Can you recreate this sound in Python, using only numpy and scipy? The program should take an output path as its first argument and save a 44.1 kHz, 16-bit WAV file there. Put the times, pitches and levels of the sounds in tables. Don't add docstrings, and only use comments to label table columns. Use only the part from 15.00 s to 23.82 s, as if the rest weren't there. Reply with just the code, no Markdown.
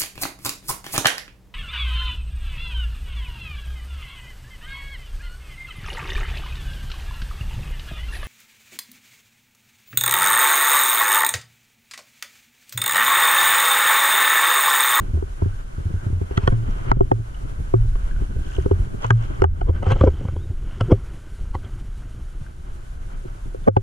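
import sys
import numpy as np
from scipy import signal
from scipy.fft import rfft, irfft, next_fast_len
from scipy.io import wavfile
from scipy.ndimage import uniform_filter1d, minimum_filter1d

SR = 44100
rng = np.random.default_rng(int(sys.argv[2]) if len(sys.argv) > 2 else 0)


def bounce(signal):
    frames = np.transpose(np.atleast_2d(signal))
    limited = np.clip(frames, -1, 1)
    pcm = np.round(limited * 32767).astype(np.int16)
    wavfile.write(sys.argv[1], SR, pcm)


N = 388962
TIME = np.arange(N) / SR

# crest_s, half_length_s, slosh_db, gurgle_db, fizz_db
SURGES = [(.55, 0.16, -66, -58.5, -75), (1.0, 0.056, -71, -54, -82), (1.42, 0.13, -47, -56.5, -57),
          (1.74, 0.1, -47.5, -60, -56.5), (1.9, 0.092, -43, -68, -67), (3.2, 0.25, -58, -57, -64),
          (3.55, 0.12, -61, -53, -50.5), (4.04, 0.032, -42, -70, -45.5), (4.23, 0.049, -47, -64, -50),
          (4.33, 0.052, -49, -64, -57), (4.77, 0.033, -42, -49, -67), (4.9, 0.048, -39, -56, -45),
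          (5.02, 0.091, -43.5, -61, -47), (5.21, .11, -51.5, -70, -56), (5.8, .17, -49.5, -64, -58),
          (6.5, 1, -59.5, -78, -68)]
# time_s, slosh_db, spray_db
CURRENT = [(0, -55, -63), (2.4, -55.5, -62.5), (3.5, -55.5, -61.5), (4.4, -51.5, -63.5), (5.3, -57, -65.5),
           (6.3, -56, -63), (7.4, -59, -65), (8.8, -56, -63)]
BAND_EDGES_HZ = [200, 590, 1750, 3700, 12000]


def amp(db):
    return 10 ** (np.asarray(db) / 20)


def unit(x):
    return x / np.sqrt(np.mean(x ** 2) + 1e-20)


def curve(rows, axis=1):
    rows = np.asarray(rows)
    return np.interp(TIME, rows[:, 0], rows[:, axis])


def swells(rows, rest_db=-120, axis=2):
    power = sum(amp(row[axis]) ** 2 * np.exp(-2 * ((TIME - row[0]) / row[1]) ** 2) for row in rows)
    return np.sqrt(power + amp(rest_db) ** 2)


def wander(per_s):
    return unit(np.interp(TIME * per_s, np.arange(8000), rng.standard_normal(8000)))


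def colour(x, points, turn=1):
    size = next_fast_len(len(x) + 2048)
    hz, db = np.transpose(points)
    gain = amp(np.interp(np.log(np.fft.rfftfreq(size, 1 / SR) + 1), np.log(hz), db))
    return irfft(rfft(x, size) * gain * turn, size)[:len(x)]


def band_rms(x, low_hz, high_hz):
    size = next_fast_len(len(x))
    hz = np.fft.rfftfreq(size, 1 / SR)
    band = rfft(x, size)[(hz > low_hz) & (hz < high_hz)]
    return np.sqrt(2 * np.sum(abs(band) ** 2)) / len(x)


def add(mix, start_s, sound):
    start = round(start_s * SR)
    sound = sound[..., max(-start, 0):]
    part = mix[..., max(start, 0):][..., :sound.shape[-1]]
    part += sound[..., :part.shape[-1]]


def ring(t, hz, t60, swell_cycles=0.23):
    t = np.maximum(t, 0)
    attack = 1 - np.exp(-(t * hz / swell_cycles) ** 2)
    return np.sin(2 * np.pi * hz * t) * np.exp(-np.log(1000) * t / t60) * attack


def diffuse(source, spectrum):
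    # freq_hz, gain_db
    air_side = [(30, -28), (110, -7), (200, -3.5), (370, 3.5), (690, 11), (1270, 8.5), (2340, 3.5),
                (4300, -0.5), (8000, 1.5), (14600, -1.5)]
    mid = colour(source(), spectrum)
    side = colour(colour(source(), spectrum), air_side)
    return np.array([mid, side])


def bird():
    # time_s, pitch_hz, level_db
    call = [(5.365, 3070, -64), (5.395, 3380, -61), (5.42, 3690, -64), (5.44, 3800, -58), (5.46, 3600, -69)]
    gate = uniform_filter1d(1. * ((TIME > call[0][0]) & (TIME < call[-1][0])), size=300)
    phase = 2 * np.pi * np.cumsum(curve(call)) / SR
    return gate * amp(curve(call, axis=2)) * np.sin(phase)


def wind(lump_db=1.0, trim_db=1.5):
    # time_s, level_db
    breeze = [(0, -30), (1.3, -34.5), (1.7, -29), (2.3, -31.5), (2.7, -23.5), (3.3, -24.5), (4.0, -30),
              (4.9, -24.5), (5.3, -32.5), (5.95, -27.5), (6.2, -39), (6.45, -29), (7.0, -33), (7.5, -30),
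              (8.3, -35), (8.8, -28)]
    # crest_s, half_length_s, level_db
    gusts = [(1.5, 0.033, -19), (1.98, 0.077, -14), (2.83, 0.054, -19.5), (3.19, 0.047, -19),
             (3.8, 0.068, -21), (4.52, 0.032, -10.5), (4.65, 0.095, -17.5), (4.95, 0.022, -19),
             (5.92, .03, -24)]
    # freq_hz, gain_db
    rumble_eq = [(8, -6.5), (20, 1), (30, 3.5), (45, -1.5), (70, -9.5), (110, -22.5), (200, -30.5),
                 (500, -82.5)]
    air = diffuse(lambda: rng.standard_normal(N) * amp(lump_db * wander(12)), rumble_eq)
    return air / band_rms(air[0], 10.5, 58) * amp(trim_db) * swells(gusts, curve(breeze))


def grip(jerk_db=4.5, edge_s=0.0091, rest_db=-48):
    # start_s, length_s, level_db
    shifts = [(0, 0.25, -38), (0.765, 0.53, -42.5), (1.44, 0.78, -35.5), (2.386, 0.15, -39.5),
              (3.108, 0.38, -37.5), (3.545, 0.46, -36.5), (4.2, 0.75, -37), (4.856, .24, -31),
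              (5.11, .9, -40), (6.3, 0.52, -46), (8.452, 0.18, -40.5)]
    # freq_hz, gain_db
    rub_eq = [(30, -6), (70, 4.5), (115, 8), (160, -3.5), (250, -12), (380, -12), (470, -24), (800, -35.5),
              (1500, -67)]
    jerks = amp(jerk_db * wander(55))
    rub = diffuse(lambda: rng.standard_normal(N) * jerks, rub_eq)
    shifting = np.zeros(N)
    for start_s, length_s, level_db in shifts:
        corners_s = start_s + np.array([-edge_s, edge_s, length_s - edge_s, length_s + edge_s])
        shifting += amp(level_db) * np.interp(TIME, corners_s, [0, 1, 1, 0])
    return rub / band_rms(rub[0], 124, 600) * np.hypot(shifting, amp(rest_db))


def drips(t60=0.035, rise_per_s=0.89):
    # start_s, level_db, pitch_hz
    drops = [(2.347, -40, 2940), (3.111, -36.5, 1620), (3.163, -36, 1480), (6.648, -42.5, 3220),
             (7.464, -38, 1550), (8.642, -48, 3460)]
    out, t = np.zeros(N), np.arange(3000) / SR
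    for start_s, level_db, pitch_hz in drops:
        add(out, start_s, amp(level_db) * ring(t, pitch_hz * (1 + rise_per_s * t), t60))
    return out


def bubbles(per_s=900, scatter_db=1.0, cycles=22, glide=0.035, wash=3.2, sizes=30):
    out = np.zeros(N)
    for hz in np.geomspace(600, 6500, sizes):
        age = np.linspace(0, 1, int(cycles * SR / hz))
        pop = np.sin(2 * np.pi * cycles * age * (1 + glide * age)) * np.exp(-5 * age) * np.sqrt(hz)
        births = rng.random(N) < per_s / sizes / SR
        strength = amp(scatter_db * np.minimum(rng.exponential(1, N), 5))
        out += signal.oaconvolve(births * strength, pop)[:N]
    return unit(out) + wash * rng.standard_normal(N)


def swishes():
    # freq_hz, gain_db
    fizz_eq = [(1200, -7.5), (2300, -12), (2750, -3), (3100, 3.5), (3400, -5), (3750, -12.5), (5000, -15),
               (6200, -8.5), (7800, -8), (12000, -44)]
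    fizz = diffuse(lambda: bubbles(per_s=800, scatter_db=3.4, cycles=14, wash=.35), fizz_eq)
    return fizz / fizz[0].std() * swells(SURGES, axis=4)


def gurgle(centre_hz=1515, width_hz=180, side_db=-5, throb_db=1.0, current_trim_db=-8):
    b, a = signal.iirpeak(centre_hz, centre_hz / width_hz, fs=SR)
    hollow = signal.lfilter(b, a, signal.lfilter(b, a, rng.standard_normal((2, N))))
    churn = swells(SURGES, curve(CURRENT) + current_trim_db, axis=3)
    return unit(hollow) * amp([[0], [side_db]]) * churn * amp(throb_db * wander(14))


def water(slosh_trim_db=-2.0, lap_db=2.0, flicker_db=1.0):
    # freq_hz, gain_db
    slosh_eq = [(150, 11), (400, 8), (750, -2.5), (1000, -1.5), (1150, -0.5), (1330, 2), (1580, -0.5),
                (1750, -6), (2150, -5.5), (2600, -11), (3080, -5.5), (3500, -18), (6000, -26), (12000, -46)]
    # freq_hz, gain_db
    spray_eq = [(1500, 2.5), (3500, 0.5), (5000, -3), (6200, -1), (7000, -0.5), (7800, -3.5), (9500, -1.5),
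                (11000, -6.5), (13000, -12.5), (15000, -24)]
    laps = amp(lap_db * wander(28))
    slosh = diffuse(lambda: bubbles() * laps, slosh_eq)
    slosh *= amp(slosh_trim_db) * swells(SURGES, curve(CURRENT)) / band_rms(slosh[0], 760, 3500)
    spray = diffuse(lambda: rng.standard_normal(N), spray_eq)
    spray *= amp(curve(CURRENT, axis=2) + flicker_db * wander(40)) / band_rms(spray[0], 4300, 10800)
    return slosh + spray


def contact_db(hardness_hz, favoured_hz, db_per_octave=13, knee=3.05, boost_db=4, boost_octaves=0.86):
    passed_db = [-2, -0.5, -2, 3]
    edges = np.array(BAND_EDGES_HZ)
    centres = np.sqrt(edges[1:] * edges[:-1])
    rolloff_db = db_per_octave * np.log2(1 + (centres / hardness_hz) ** knee) / knee
    lift_db = boost_db * np.exp(-(np.log2(centres / favoured_hz) / boost_octaves) ** 2)
    return passed_db + rolloff_db[0] - rolloff_db + lift_db


def case_ring(force, levels_db, favoured_hz, spot_db=4.0, detune=0.024, boost_db=9, boost_octaves=0.29):
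    # pitch_hz, level_db, t60_s
    case_modes = [(280, -1.5, 0.026), (384.2, 0, 0.055), (513.4, -4.5, 0.043), (631, -1, 0.018),
                  (688, -4.5, 0.038), (787, 1.5, 0.023), (992, 3, 0.015), (1174, 0.5, 0.03),
                  (1313, -1, 0.038), (1515, 0, 0.031), (1880, -9.5, 0.028), (2134, -5, 0.027),
                  (2600, -5, 0.013), (3020, 2.5, 0.018), (3310, -1.5, 0.02), (4240, -4.5, 0.0088),
                  (5280, -4.5, 0.0054), (6260, -3, 0.0092), (7530, -2.5, 0.0044), (8830, -5.5, 0.0053)]
    t = np.arange(3000) / SR
    hz, db, t60 = np.transpose(case_modes)[:, :, None]
    spot, shift = rng.standard_normal((2, len(case_modes), 1))
    log_edges = np.log(BAND_EDGES_HZ)
    tilt_db = np.interp(np.log(hz), (log_edges[1:] + log_edges[:-1]) / 2, levels_db)
    lift_db = boost_db * np.exp(-(np.log2(hz / favoured_hz) / boost_octaves) ** 2)
    modes = amp(db + tilt_db + lift_db + spot_db * spot) * ring(t, hz * (1 + detune * shift), t60)
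    modes *= (-1) ** np.arange(len(case_modes))[:, None]
    out = np.zeros(len(force))
    for low, high, level_db in zip(BAND_EDGES_HZ, BAND_EDGES_HZ[1:], levels_db):
        response = (modes * (hz > low) * (hz <= high)).sum(0)
        band = signal.fftconvolve(force, response)[:len(force)]
        out += amp(level_db) * band / np.sqrt(np.sum(band ** 2) / (SR / 50))
    return out


def knocks(grit=0.99, scrape_tail=0.91, spread=0.49, shove_db=-8, rock_db=-9):
    # time_s, scrape_s, thump_db, thump_hz, thump_t60_s, knock_db, hardness_hz, width_db
    hits = [(0.135, .001, -10.5, 80.5, 0.33, -49, 250, -4),
            (0.174, 0.0024, -15.5, 72.7, 0.19, -38.5, 385, -2),
            (0.224, 0.00088, -17.5, 73, 0.21, -33.5, 228, -1),
            (0.422, 0.0022, -7.5, 92, 0.16, -31.5, 126, -1), (0.458, 0.0011, -11.5, 98, 0.2, -38, 298, 2),
            (0.781, 0.0013, -12.5, 79, .1, -48, 230, -6.5), (0.855, .001, -11.5, 85.4, 0.13, -53, 250, -7),
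            (0.939, 0.001, -11.5, 88.6, 0.17, -47, 220, -8), (1.065, 0.0011, -10, 98, .1, -43, 280, -1),
            (1.1, .0015, -13, 94, 0.13, -45, 250, -3), (1.127, 0.00088, -11, 89.2, 0.33, -46, 280, -3),
            (1.213, 0.00043, -10, 89, .11, -37.5, 404, -1), (1.309, 0.00064, -16.5, 67, 0.12, -35, 420, -1),
            (1.376, 0.0029, -0.5, 105, 0.051, -28.5, 2280, -0.5),
            (1.434, .023, -7, 76.4, .12, -42.5, 2600, -7),
            (1.476, 0.0021, -6, 115, 0.09, -24.5, 1940, -2.5),
            (1.524, 0.01, -10.5, 113.2, 0.48, -39, 840, 3.5), (1.916, 0.00068, 1, 113.4, 0.21, -11, 990, 2),
            (1.968, .001, -7.5, 130, .095, -31, 262, 4), (2.008, 0.0021, -3.5, 107.3, .12, -16.5, 327, 4),
            (2.116, 0.0013, -8.5, 112.3, 0.35, -14.5, 500, 2.5),
            (2.739, 0.00025, -6.5, 114, 0.43, -17, 325, 1.5),
            (2.955, 0.00053, -43.5, 77, .16, -46.5, 1400, 0),
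            (3.218, 0.00086, -13.5, 67.5, 0.16, -44, 200, 5),
            (3.364, 0.0021, -18, 66.4, 0.3, -44.5, 250, -4), (3.583, 0.0014, -7, 65.3, 0.15, -28, 280, -3),
            (3.659, .0015, -8, 86, 0.054, -25.5, 320, -3), (3.712, 0.0014, -8.5, 88.6, 0.33, -20, 240, -3),
            (4.046, 0.004, -19, 112.7, 0.88, -35, 1800, -0.5),
            (4.106, 0.0014, -1, 113.6, 0.37, -18, 1310, -4.5), (4.42, 0.00093, 6, 99, 0.11, -2, 352, -2),
            (4.441, 0.0021, 9.5, 82.7, 0.22, -7, 880, 0), (4.613, 0.0023, -20, 85.5, .19, -31.5, 1100, 0),
            (4.69, 0.0089, -5.5, 82.8, .26, -25.5, 564, -2),
            (4.829, .0035, -36, 97.8, 0.11, -32.5, 1400, -1), (4.867, 0.0087, -7.5, 93, 0.3, -28, 1100, -1),
            (4.908, 0.0073, -16, 100, 0.085, -29.5, 1710, 0),
            (4.919, 0.0078, -6.5, 106, 0.1, -26.5, 2220, 1), (4.962, .009, -26, 118, .14, -32, 750, 0),
            (5.011, 0.0022, 0, 89.5, .12, -20.5, 950, -1.5), (5.039, 0.0025, 4.5, 77, 0.1, -10.5, 260, -2),
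            (5.073, 0.0073, 1, 74.4, 0.11, -14, 463, 0), (5.211, 0.0026, -23, 133, 0.12, -38, 200, 0),
            (5.252, 0.0058, -6.5, 87, 0.036, -43.5, 1200, -5), (5.284, .002, -16, 82, 0.16, -41, 1310, 5),
            (5.363, 0.0022, -17.5, 84.6, 0.37, -38.5, 810, 11),
            (5.81, 0.0034, -9.5, 108.2, 0.18, -27.5, 1800, 2),
            (5.916, 0.0066, 0.5, 69, 0.051, -10.5, 487, 2), (5.922, 0.0022, 3, 102, 0.093, -10.5, 350, -2),
            (6.55, 0.0053, -10.5, 80, 0.053, -32.5, 1440, 0),
            (8.253, 0.0057, -27.5, 127, 0.083, -41, 180, 1), (8.545, 0.00091, -40, 72, 0.19, -39, 400, 3.5),
            (8.678, 0.0027, -19, 64, .05, -10.5, 280, 4.5),
            (8.683, 0.0004, 4.5, 101.6, 0.18, -3.5, 507, 4.5), (8.768, 0.0023, 8.5, 105, .08, -7, 594, 0.5)]
    # time_s, pitch_hz
    knock_pitch = [(1.2, 353), (1.48, 365), (1.9, 1110), (2.0, 400), (2.12, 764), (2.74, 400), (3.7, 412),
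                   (4.1, 1120), (4.41, 405), (4.45, 1140), (4.7, 473), (5.05, 501), (5.92, 558),
                   (6.55, 1000), (8.25, 368), (8.68, 480), (8.77, 860)]
    # freq_hz, gain_db
    case_side = [(50, -19), (110, -17), (180, -1.5), (380, 1), (750, 9), (1300, 3.5), (2100, 5.5),
                 (3000, -4.5), (6000, 0.5), (12000, -13)]
    out = np.zeros((2, N))
    t = np.arange(-2048, 18000) / SR
    contact_t = t[:6144]
    padding = (0, len(t) - len(contact_t))
    for time_s, scrape_s, thump_db, thump_hz, thump_t60_s, knock_db, hardness_hz, width_db in hits:
        slips = rng.standard_normal(len(contact_t)) * rng.exponential(1, len(contact_t))
        slips *= np.exp(-abs(contact_t) / (scrape_s * np.where(contact_t < 0, 1, scrape_tail)))
        scrape = grit * scrape_s / 0.0024 * slips / np.linalg.norm(slips)
        force = (contact_t == 0) + scrape
        favoured_hz = np.interp(time_s, *np.transpose(knock_pitch))
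        levels_db = knock_db + contact_db(hardness_hz, favoured_hz)
        front = np.pad(case_ring(force, levels_db, favoured_hz), padding)
        flank = np.pad(case_ring(force, levels_db, favoured_hz), padding)
        swing = ring(t, thump_hz, thump_t60_s) + amp(shove_db) * ring(t, hz=147, t60=0.027)
        mid = front - amp(thump_db) * swing
        side = amp(width_db) * colour(mid + spread * flank, case_side, turn=1j)
        side += amp(thump_db + width_db + rock_db) * ring(t, hz=146, t60=0.086)
        add(out, time_s + t[0], np.array([mid, side]))
    return out


def scene():
    # time_s, side_gain
    width = [(4.5, 0.99), (5.0, 0.2), (5.4, 0), (7.0, 0), (7.5, 0.55), (8.1, 0.74)]
    mid, side = knocks() + wind() + grip() + water() + swishes() + gurgle()
    mid = mid + drips() + bird()
    side = side * curve(width)
    return np.array([mid + side, mid - side])


def ducking(over_db, release_db_per_s):
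    release_db = TIME * release_db_per_s
    return np.maximum.accumulate(over_db + release_db) - release_db


def record(dry, ceiling_db=-1.2, quick_db_per_s=130, slow_db_per_s=7, slow_share=0.25, top_hz=14700):
    # pitch_hz, rms_db
    whine = [(4000, -86), (7000, -81)]
    mix = dry + sum(amp(db) * np.sqrt(2) * np.sin(2 * np.pi * hz * TIME) for hz, db in whine)
    over_db = np.maximum(20 * np.log10(abs(mix).max(0) + 1e-9) - ceiling_db, 0)
    duck_db = np.maximum(ducking(over_db, quick_db_per_s), ducking(slow_share * over_db, slow_db_per_s))
    gain_db = uniform_filter1d(minimum_filter1d(-duck_db, size=41), size=41)
    lowpass = signal.firwin(511, top_hz, window=("kaiser", 9), fs=SR)
    return signal.oaconvolve(mix * amp(gain_db), lowpass[None], "same")


dry = scene()
out = record(dry)
bounce(out)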